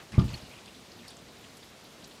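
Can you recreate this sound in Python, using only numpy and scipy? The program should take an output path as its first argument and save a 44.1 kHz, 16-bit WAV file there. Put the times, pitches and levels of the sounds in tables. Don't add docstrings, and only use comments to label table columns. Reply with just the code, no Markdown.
import sys
import numpy as np
from scipy import signal
from scipy.fft import rfft, irfft
from scipy.io import wavfile
from scipy.ndimage import uniform_filter1d, map_coordinates

SR = 44100
rng = np.random.default_rng(int(sys.argv[2]) if len(sys.argv) > 2 else 0)


def amplitude_ratio(level_db):
    exponent = np.asarray(level_db, float) / 20
    return 10 ** exponent


def log_audio(samples):
    frames = np.atleast_2d(samples).T
    limited = np.clip(frames, -1, 1)
    pcm = np.round(limited * 32767).astype(np.int16)
    wavfile.write(sys.argv[1], SR, pcm)


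N = 97020

# (time [s], strength [dB])
DOOR_BLOWS = [(0.119, -42), (0.138, -30.5), (0.159, -34.5), (0.1792, -10.5), (0.19, -20), (.212, -20.5),
              (0.241, -20.5), (0.28, -38), (.314, -46), (0.334, -34), (.425, -42), (.54, -49)]
# (frequency [Hz], level [dB], 60 dB decay [s])
LEAF_MODES = [(48, -16, .3), (64, -11.5, 0.11), (87.5, 3.5, 0.043), (109, -9.5, 0.044), (123.9, 3, .1),
              (193.4, 1.5, 0.074), (213.3, -6, 0.054), (268.4, -10, 0.062), (295, -19, 0.074),
              (345.6, -21.5, 0.12), (405, -25, 0.064), (500, -37, 0.065), (704, -41, 0.063)]
# (time [s], level [dB], centre [Hz], length [s])
LATCH_RATTLES = [(.116, -64, 1990, 0.03), (.141, -46.5, 2254, 0.00506), (.147, -50, 2340, 0.039),
                 (.146, -52, 1350, 0.014), (.15, -54, 4500, .01), (.188, -43, 3430, 0.014),
                 (.192, -46, 4920, 0.011), (.248, -56, 4900, 0.03), (.25, -62, 8400, .02),
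                 (.29, -53, 2780, 0.05), (.3, -51, 5920, 0.031), (.333, -45, 2730, .02),
                 (.348, -46.5, 4360, 0.016)]
# (time [s], level [dB], centre [Hz], length [s])
STRIP_RUBS = [(0, -55.5, 2370, 0.031), (0, -61.5, 576, 0.046), (.13, -54, 1410, 0.055),
              (.12, -50, 4230, 0.069), (.18, -47, 740, .06), (.19, -47.5, 4300, .08),
              (.24, -52.5, 8100, 0.052), (.3, -53, 697, .12), (.28, -46.5, 3610, 0.098),
              (.33, -51, 6900, 0.072), (.37, -48.5, 3990, 0.19)]
# (frequency [Hz], level [dB])
PANE_TONES = [(1180, -38.5), (1228, -42.5), (1275, -51), (1385, -49.5)]
# (time [s], level [dB], centre [Hz], length [s])
RUNOFF_SPLASHES = [(.42, -50, 4500, 0.043), (.512, -48.5, 2690, 0.059), (.578, -52, 2850, .015),
                   (.658, -53.5, 4090, 0.0045), (.658, -52.5, 7400, 0.0034), (.75, -63, 11000, 0.0074),
                   (.675, -48, 3230, 0.026), (.742, -51, 3800, 0.019), (.917, -52.5, 4950, 0.0076),
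                   (1.03, -53, 1990, .04), (.99, -53.5, 3270, 0.023), (1.079, -43.5, 4840, 0.023),
                   (1.08, -48, 9400, .007), (1.105, -49.5, 3780, 0.02), (1.103, -53, 9000, 0.01),
                   (1.168, -53.5, 7000, 0.0062), (1.285, -57, 3950, .012), (1.44, -52, 2990, 0.014),
                   (1.569, -50.5, 9900, .015), (1.569, -55.5, 5770, 0.014), (1.64, -56, 10800, 0.017),
                   (1.629, -51, 3820, .012), (1.7, -59, 13700, 0.01), (1.84, -56.5, 12100, .008),
                   (1.85, -53.5, 4070, 0.033), (2.023, -57, 3380, .012), (2.038, -50.5, 4400, .02),
                   (2.042, -49, 6200, .015), (2.075, -54.5, 11900, .012), (2.11, -53, 3900, 0.023)]
# (frequency [Hz], density [dB per Hz])
RAIN_SPECTRUM = [(15, -48), (25, -8.5), (219, -0.5), (336, -3.5), (607, -6.5), (1640, -13.5), (4070, -13.5),
                 (8160, -21.5), (15100, -32.5)]
# (frequency [Hz], 60 dB decay [s])
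PORCH_DECAY = [(50, 0.58), (200, 0.31), (1000, 0.88), (8000, .4)]

PUSH_S = .002
PANE_S, PANE_HOLD_S, PANE_T60_S = .1795, .028, .06
BOLT_S, BOLT_HZ, BOLT_DB, BOLT_T60_S = .3412, 4314, -28.5, .03
WANDER_RAD, WANDER_HZ = .4, 200
RAIN_DB, PATCHY_DB, SWAY_DB, SWAY_HZ = -51.5, .8, .15, 8
SPRAY_DB, SPRAY_HZ = 1.9, 9000
DROPS_PER_S, DROP_DB, DROP_SCATTER_DB = 900, -64, 3.5
DROP_HZ, DROP_SPREAD, DROP_CYCLES = 4500, 0.52, 0.83
BURST_FADE_DB = 6
PORCH_DB, METAL_SEND_DB = -11, -9
MIC_LOW_HZ = 42


def door_leaf():
    t = np.arange(N) / SR
    hz, level_db, t60 = (column[:, None] for column in np.transpose(LEAF_MODES))
    vary_db = 2.96 * rng.standard_normal((len(DOOR_BLOWS), len(LEAF_MODES), 1))
    out = np.zeros(N)
    for (start, strength_db), vary in zip(DOOR_BLOWS, vary_db):
        since = np.maximum(t - start, 0)
        modes = amplitude_ratio(level_db + vary - 60 * since / t60) * np.sin(2 * np.pi * hz * since)
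        push = (1 - np.exp(-since / PUSH_S)) ** 2
        out += amplitude_ratio(strength_db) * push * modes.sum(0)
    return out


def latch_rattle():
    return bursts(LATCH_RATTLES, spread=.09, cycles=10)


def weather_strip():
    return bursts(STRIP_RUBS, spread=.45, cycles=5, count=250)


def pane_buzz():
    since = np.maximum(np.arange(N) / SR - PANE_S, 0)
    decay = amplitude_ratio(-60 * np.maximum(since - PANE_HOLD_S, 0) / PANE_T60_S)
    envelope = decay * (1 - np.exp(-since / .002))
    wander = phase_wander()
    return envelope * sum(amplitude_ratio(db) * np.sin(2 * np.pi * hz * since + wander) for hz, db in PANE_TONES)


def latch_bolt():
    since = np.maximum(np.arange(N) / SR - BOLT_S, 0)
    envelope = amplitude_ratio(BOLT_DB - 60 * since / BOLT_T60_S) * (1 - np.exp(-since / .001))
    return envelope * np.sin(2 * np.pi * BOLT_HZ * since + phase_wander())


def runoff():
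    return bursts(RUNOFF_SPLASHES, spread=.13, cycles=9)


def near_drops():
    count = int(DROPS_PER_S * N / SR)
    hz = DROP_HZ * np.exp(DROP_SPREAD * rng.standard_normal(count))
    gain = amplitude_ratio(DROP_DB + DROP_SCATTER_DB * rng.exponential(size=count))
    return grains(rng.random(count) * N / SR, hz, gain, DROP_CYCLES)


def rain_wash():
    hz, _, z = signal.stft(rng.standard_normal(N + 512), SR, nperseg=512)
    patches = unit(smooth_field(z.shape, 8, 10))
    spray = unit(smooth_field(z.shape, 50, 8))
    spray_db = SPRAY_DB * spray * np.tanh(hz / SPRAY_HZ)[:, None] ** 2
    wash = signal.istft(z * amplitude_ratio(PATCHY_DB * patches + spray_db), nperseg=512)[1][:N]
    colour = amplitude_ratio(along(RAIN_SPECTRUM, np.fft.rfftfreq(N, 1 / SR)))
    wash = unit(irfft(rfft(wash) * colour, N))
    sway = map_coordinates(rng.standard_normal(30), [np.arange(N) * SWAY_HZ / SR])
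    return amplitude_ratio(RAIN_DB + SWAY_DB * sway) * wash


def porch(x):
    hz, t, z = signal.stft(rng.standard_normal(SR), SR, nperseg=1024)
    decay = amplitude_ratio(-60 * t / along(PORCH_DECAY, hz)[:, None])
    tail = signal.istft(z * decay, SR, nperseg=1024)[1]
    delayed = np.pad(x, (400, 0))
    return signal.fftconvolve(delayed, tail / np.linalg.norm(tail))[:N]


def bursts(rows, spread, cycles, count=36):
    start, db, hz, length = (column[:, None] for column in np.transpose(rows))
    shape = (len(rows), count)
    when = rng.random(shape)
    pitch, size = rng.standard_normal((2, *shape))
    times = start + length * when ** 1.3
    pitches = hz * np.exp(spread * pitch)
    gain = amplitude_ratio(db - 4 - BURST_FADE_DB * when + 2 * size)
    return grains(times.ravel(), pitches.ravel(), gain.ravel(), cycles)


def grains(start, hz, gain, cycles):
    k = np.arange(200)
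    turns = np.clip(hz, 200, 15000)[:, None] * k / SR
    life = turns * 3 / cycles
    swell = np.e * life * np.exp(-life)
    wave = gain[:, None] * np.sin(2 * np.pi * turns) * swell
    at = np.clip((start * SR).astype(int)[:, None] + k, 0, N)
    return np.bincount(at.ravel(), wave.ravel(), N + 1)[:N]


def phase_wander():
    return WANDER_RAD * map_coordinates(rng.standard_normal(500), [np.arange(N) / SR * WANDER_HZ])


def smooth_field(shape, bins, frames):
    field = uniform_filter1d(rng.standard_normal(shape), bins, 0)
    return uniform_filter1d(field, frames, 1)


def unit(x):
    return x / np.sqrt(np.mean(x ** 2) + 1e-20)


def along(points, hz):
    f, value = np.transpose(points)
    return np.interp(np.log(hz + 1), np.log(f + 1), value)


def scene():
    near = door_leaf() + latch_rattle() + weather_strip() + runoff()
    metal = pane_buzz() + latch_bolt()
    echo = porch(near + amplitude_ratio(METAL_SEND_DB) * metal)
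    rain = rain_wash() + near_drops()
    return (near + metal + amplitude_ratio(PORCH_DB) * echo + rain)[None]


def roll_off(x):
    return signal.sosfilt(signal.butter(12, 15270, fs=SR, output="sos"), x)


def record(dry):
    low_cut = signal.butter(4, MIC_LOW_HZ, "high", fs=SR, output="sos")
    mix = signal.sosfilt(low_cut, dry)
    return roll_off(mix)


dry = scene()
out = record(dry)
log_audio(out)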